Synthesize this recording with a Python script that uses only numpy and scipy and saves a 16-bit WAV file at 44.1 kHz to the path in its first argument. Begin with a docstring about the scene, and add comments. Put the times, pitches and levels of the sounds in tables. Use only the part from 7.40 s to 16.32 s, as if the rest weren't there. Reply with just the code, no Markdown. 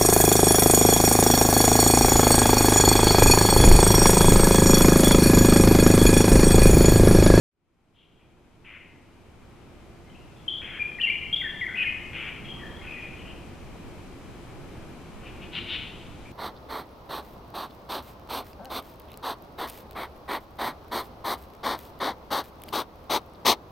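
"""A grove within earshot of a town, heard through a close-spaced stereo pair. A songbird near the
microphones, a little to the left, gives one loud phrase of slurred whistles and harsh churrs; a farther
bird answers, and scolding rasps follow, the last two loud. Whistles are gliding near-sines, rasps are
puffs of air ringing the throat. Trunks and foliage scatter every note into a long tail over the town's
low rumble. The recorder fades in slowly and adds a faint whine of its own."""
import sys
import numpy as np
from scipy import signal
from scipy.fft import rfft, irfft
from scipy.io import wavfile

SR = 44100
rng = np.random.default_rng(int(sys.argv[2]) if len(sys.argv) > 2 else 0)


def to_wav(s):
    """Save 16-bit WAV."""
    ch = np.atleast_2d(s).T  # columns
    pcm = np.round(np.clip(ch, -1, 1) * 32767)  # PCM
    wavfile.write(sys.argv[1], SR, pcm.astype(np.int16))


N = 393372
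TIME = np.arange(N) / SR


def from_db(db):
    """Decibels to gain."""
    return 10 ** (np.asarray(db) / 20)


def rms_one(x):
    """Scale to unit power."""
    return x / np.sqrt(np.mean(x ** 2) + 1e-20)


def at_hz(points, hz):
    """Read a table on a log-frequency axis."""
    freqs, values = np.array(points).T
    return np.interp(np.log(hz + 1e-9), np.log(freqs), values)


def panned(x, lean_db):
    """Stereo pair with the left channel lean_db above the right."""
    return np.array([x * from_db(lean_db / 2), x * from_db(-lean_db / 2)])


def add(track, start_s, sound):
    """Mix a sound in at a time."""
    start = round(start_s * SR)
    part = sound[..., :N - start]
    track[..., start:start + part.shape[-1]] += part


def resonate(x, hz, width_hz):
    """Two identical two-pole resonances in series, with unit gain at the peak."""
    r = np.exp(-np.pi * width_hz / SR)
    b = np.array([1, 0, -1]) * (1 - r * r) / 2
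    a = [1, -2 * r * np.cos(2 * np.pi * hz / SR), r * r]
    return signal.lfilter(b, a, signal.lfilter(b, a, x))


def wander(t, per_s):
    """Random drift through per_s new values a second."""
    return np.interp(t * per_s, np.arange(1024), rng.standard_normal(1024))


def envelope(t, length, rise_s, fall_s):
    """Rounded opening and closing of a note."""
    opening, closing = np.clip(t / rise_s, 0, 1), np.clip((length - t) / fall_s, 0, 1)
    return (np.sin(np.pi / 2 * opening) * np.sin(np.pi / 2 * closing)) ** 2


def noise_bed(spectrum):
    """Steady unit-power noise of a given colour, most alike at the two capsules in the bass."""
    # likeness of the channels: (frequency [Hz], correlation [0-1])
    likeness = [(25, 0.1), (60, 0.94), (240, 0.8), (500, 0.74), (1000, 0.63), (2000, 0.67), (4000, 0.22),
                (8000, 0.094), (13000, 0.18)]
    # stereo balance: (frequency [Hz], left minus right [dB])
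    lean = [(30, -1.5), (120, -2.5), (240, 1), (500, 2.3), (1000, 2.1), (2000, 3), (4000, 1.5), (8000, 0)]
    # narrow humps in the background: (centre [Hz], width [Hz], boost [dB])
    humps = [(344, 27, 5), (2426, 710, 7.5), (3080, 330, 4)]
    hz = np.arange(N // 2 + 1) * SR / N
    mid, side = rfft(rng.standard_normal((2, N)))
    alike = np.clip(at_hz(likeness, hz), 0, 1)
    humps_db = sum(db / (1 + (2 * (hz - centre) / width) ** 2) for centre, width, db in humps)
    colour = from_db(at_hz(spectrum, hz) + humps_db) * (hz > 10) * (hz < 14000)
    pair = np.sqrt(1 + alike) * mid + np.sqrt(1 - alike) * side * [[1], [-1]]
    return rms_one(irfft(pair * panned(colour, at_hz(lean, hz)), N))


def town_rumble(level_db):
    """The distant town: low noise whose level wavers slightly."""
    # rumble spectrum: (frequency [Hz], relative density [dB])
    spectrum = [(15, 3.5), (28, -4.5), (65, -1.5), (115, -3), (270, -6.5), (400, -10), (550, -14),
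                (800, -15.5), (1340, -20.5), (1750, -26), (2800, -33), (3800, -33), (6000, -46)]
    return noise_bed(spectrum) * from_db(level_db + 0.64 * wander(TIME, per_s=3.4))


def leaf_hiss(level_db):
    """Soft, even hiss of the leaves and the microphones."""
    # hiss spectrum: (frequency [Hz], relative density [dB])
    spectrum = [(2000, -1.5), (4500, -0.5), (6000, -2), (8700, -4.5), (10000, -7.5), (13500, -14.5)]
    return noise_bed(spectrum) * from_db(level_db)


def clock_whine(gain_db, clock_hz=1000):
    """The recorder's clock leaks in as a faint comb of steady high tones, weaker with each step up."""
    tones = (np.sin(2 * np.pi * (k * clock_hz * TIME + rng.random())) / k for k in range(4, 13))
    return from_db(gain_db) * sum(tones)


def grove(x, trunks_db, leaves_db, trunks_t60, leaves_t60, spread):
    """Close trunks return a spray of distinct echoes; deeper foliage a long smooth tail."""
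    t = np.arange(2 * SR) / SR
    trunks = rng.standard_normal((2, len(t))) * (rng.random(len(t)) < 900 / SR)   # 900 echoes a second
    leaves = rng.standard_normal(trunks.shape)
    trunks = rms_one(trunks * from_db(-60 * t / trunks_t60) * (t > .008))
    leaves = rms_one(leaves * from_db(-60 * t / leaves_t60) * (1 - np.exp(-t / 0.026)))
    mid, side = (from_db(trunks_db) * trunks + from_db(leaves_db) * leaves) / np.sqrt(len(t))
    echoes = np.array([mid + spread * side, mid - spread * side])   # the capsules sit close together
    return x + signal.fftconvolve(x, echoes, axes=1)[:, :N]


def rasps(calls, rise_s, gape, bite_hz, bite_width_hz, bite_db, edge_hz, order, pulse_hz, jitter, decay):
    """Uneven noisy puffs ring windpipe, throat and beak; the ring sinks through each call."""
    # throat resonances: (frequency [x centre], width [x centre], gain [dB])
    throat = [(0.811, 0.29, -2), (1.02, 0.45, 11.5), (1.28, 0.22, -13.5)]
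    full_throated_db, sag = -35.5, .11   # sag: share by which the ring sinks
    out = np.zeros(N)
    beak = signal.butter(order, edge_hz, fs=SR, output="sos")
    for start_s, length, centre_hz, level_db in calls:
        t = np.arange(int(length * SR)) / SR
        cycles = np.cumsum(pulse_hz * (1 + jitter * wander(t, per_s=120))) / SR
        puffs = np.exp(-decay * (cycles % 1)) * rng.standard_normal(SR)[:len(t)]
        effort_db = level_db - full_throated_db
        voice = from_db(effort_db - 2.5) * resonate(puffs, hz=1540, width_hz=280)   # windpipe growl
        opening = gape * np.exp(0.035 * effort_db)   # the beak opens wider with effort
        for ratio, width, mode_db in throat:
            voice += from_db(mode_db) * resonate(puffs, ratio * centre_hz, opening * width * centre_hz)
        slowing_time = t + sag * t * (1 - t / length) / 2
        voice = signal.sosfilt(beak, np.interp(slowing_time, t, voice))
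        bite = from_db(bite_db) * resonate(puffs, bite_hz, bite_width_hz)
        voice = (voice + bite) * envelope(t, length, rise_s, fall_s=0.013)
        add(out, start_s, from_db(level_db) * rms_one(voice))
    return out


def churrs():
    """Dull, quick-opening rasps in and around the song."""
    # churrs: (time [s], length [s], throat centre [Hz], level at the bird [dB])
    calls = [ (.783, 0.064, 2520, -50), (1.238, .146, 2270, -34), (3.208, .18, 2150, -36.5),
             (4.345, 0.13, 2240, -37.5), (4.724, .181, 2430, -34.5), (5.036, 0.07, 2700, -45),
             (5.415, 0.27, 2400, -44.5), (5.739, 0.19, 2730, -50)]
    return rasps(calls, rise_s=0.015, gape=1.1, bite_hz=3200, bite_width_hz=290, bite_db=-2.5,
                 edge_hz=2960, order=8, pulse_hz=112, jitter=.25, decay=0.87)


def scolds():
    """Brighter rasps that swell more slowly: one early, four near the end."""
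    # scolds: (time [s], length [s], throat centre [Hz], level at the bird [dB])
    calls = [ (.521, .14, 2930, -45), (7.815, .088, 2510, -47), (7.990, 0.064, 2540, -45.5),
             (8.110, .089, 2780, -32.5), (8.262, .11, 2840, -31.6)]
    return rasps(calls, rise_s=0.054, gape=1.2, bite_hz=5400, bite_width_hz=820, bite_db=-24,
                 edge_hz=3750, order=6, pulse_hz=112.3, jitter=0.22, decay=0.79)


def whistles(song, waver, flutter_db, hoarse, rise_s, fall_s, overtone_db):
    """Each note is a gliding near-sine; roughness shakes its pitch and loudness."""
    # kinds of note: (starting offset [x base pitch], settling time [s], level change [dB],
    # roughness [factor]); a negative settling time drifts away from the base pitch
    note_shapes = { "pip": (.01, 0.009, 0.85, 0.34), "buzz": (0.036, -0.24, -10, 0.62),
                   "drop": (.23, .007, -2.6, .5), "slide": (.12, 0.06, -2, 0.84),
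                   "swell": (0.03, 0.0254, 6, 0.52), "rise": (-.38, .024, 1, 1.05)}
    out = np.zeros(N)
    for start_s, kind, length, hz, level_db in song:
        bend, settle_s, growth_db, rough = note_shapes[kind]
        t = np.arange(int(length * SR)) / SR
        slur_hz = hz * (1 + bend * np.exp(-t / settle_s))
        phase = 2 * np.pi * np.cumsum(slur_hz * (1 + rough * waver * wander(t, per_s=510))) / SR
        tone = np.sin(phase) + from_db(overtone_db) * np.sin(2 * phase)
        effort_db = level_db + growth_db * (t / length - .5)
        loudness = from_db(effort_db + rough * flutter_db * wander(t, per_s=460))
        turbulence = 1 + rough * hoarse * wander(t, per_s=3500)   # a faint noisy skirt around the tone
        add(out, start_s, envelope(t, length, rise_s, fall_s) * loudness * turbulence * tone)
    return out


def far_birds():
    """Scattered soft-edged whistles and an answering phrase from deeper in the trees."""
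    # notes: (time [s], kind, length [s], base pitch [Hz], level at the bird [dB])
    song = [ (.555, "buzz", 0.074, 3110, -43), (2.660, "pip", .03, 2110, -50),
            (2.690, "buzz", 0.027, 2980, -48), (2.742, "slide", 0.037, 2480, -41.5),
            (2.955, "buzz", 0.066, 3260, -54), (5.045, "pip", 0.022, 3260, -36.5),
            (5.082, "pip", 0.051, 3240, -33), (5.160, "buzz", .095, 1103, -52),
            (5.185, "slide", .115, 1736, -43.5), (5.355, "pip", 0.027, 3360, -43.5),
            (5.405, "pip", .022, 2100, -37), (5.440, "pip", 0.033, 1480, -44.5),
            (5.462, "swell", 0.095, 2464, -34), (5.560, "buzz", .033, 1890, -41.5),
            (5.865, "buzz", 0.052, 2950, -49), (8.850, "buzz", 0.048, 2295, -46.5)]
    return whistles(song, waver=0.057, flutter_db=6.0, hoarse=0.091,
                    rise_s=.012, fall_s=0.0072, overtone_db=-61.5)


def near_bird():
    """One loud phrase of short, crisp whistles close to the microphones."""
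    # notes: (time [s], kind, length [s], base pitch [Hz], level at the bird [dB])
    song = [ (3.079, "pip", 0.012, 3130, -15), (3.092, "buzz", 0.11, 3175, -30),
            (3.382, "buzz", 0.015, 1640, -34), (3.394, "pip", 0.021, 2387, -21.5),
            (3.412, "pip", 0.018, 2397, -18), (3.584, "drop", 0.017, 1787, -27.5),
            (3.598, "buzz", 0.012, 2650, -24.5), (3.609, "slide", 0.026, 2684, -20),
            (3.632, "pip", 0.023, 2784, -12.5), (3.666, "drop", 0.028, 2068, -20.5),
            (3.697, "buzz", 0.017, 2304, -17.5), (3.926, "pip", .022, 3270, -15.5),
            (3.959, "buzz", 0.022, 3263, -22), (4.010, "drop", 0.016, 1890, -25.5),
            (4.026, "pip", 0.02, 1540, -37.5), (4.038, "drop", 0.04, 1745, -26.5),
            (4.209, "drop", 0.043, 1936, -23), (4.264, "pip", 0.0072, 2120, -19),
            (4.280, "slide", 0.05, 1396, -39), (4.343, "rise", 0.1, 3000, -29.5),
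            (4.374, "swell", 0.059, 2496, -21.5), (4.418, "pip", 0.0135, 2472, -18),
            (4.428, "drop", 0.023, 1740, -29.5), (4.458, "drop", 0.026, 2103, -24)]
    return whistles(song, waver=.04, flutter_db=3.5, hoarse=0.051,
                    rise_s=.004, fall_s=0.002, overtone_db=-44.5)


def scene():
    """All the birds sit a little left of centre; the far ones carry the most foliage tail."""
    near, far, harsh = near_bird(), far_birds(), churrs() + scolds()
    near = grove(panned(near * from_db(-2.5), lean_db=4.0),
                 trunks_db=-4, leaves_db=-5.5, trunks_t60=0.58, leaves_t60=1.16, spread=0.17)
    far = grove(panned(far * from_db(-5.5), lean_db=4.0),
                trunks_db=-3, leaves_db=-0.5, trunks_t60=0.25, leaves_t60=1.5, spread=0.21)
    harsh = grove(panned(harsh * from_db(-4.5), lean_db=3.5),
                  trunks_db=0, leaves_db=-9, trunks_t60=0.63, leaves_t60=1.57, spread=.2)
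    background = town_rumble(level_db=-42.5) + leaf_hiss(level_db=-59) + clock_whine(gain_db=-66)
    return background + harsh + far + near


def record(dry, mirror_hz=12000, image_db=-46, fade_from_s=.11, fade_s=4.66, cutoff_hz=15700):
    """The recorder's clock mirrors notes faintly into the top treble; the level fades in; the top is cut."""
    mirrored = dry * (1 + 2 * from_db(image_db) * np.cos(2 * np.pi * mirror_hz * TIME))
    faded = mirrored * np.clip((TIME - fade_from_s) / fade_s, 0, 1)
    return signal.sosfilt(signal.ellip(10, .1, 80, cutoff_hz, fs=SR, output="sos"), faded)


dry = scene()
out = record(dry)
to_wav(out)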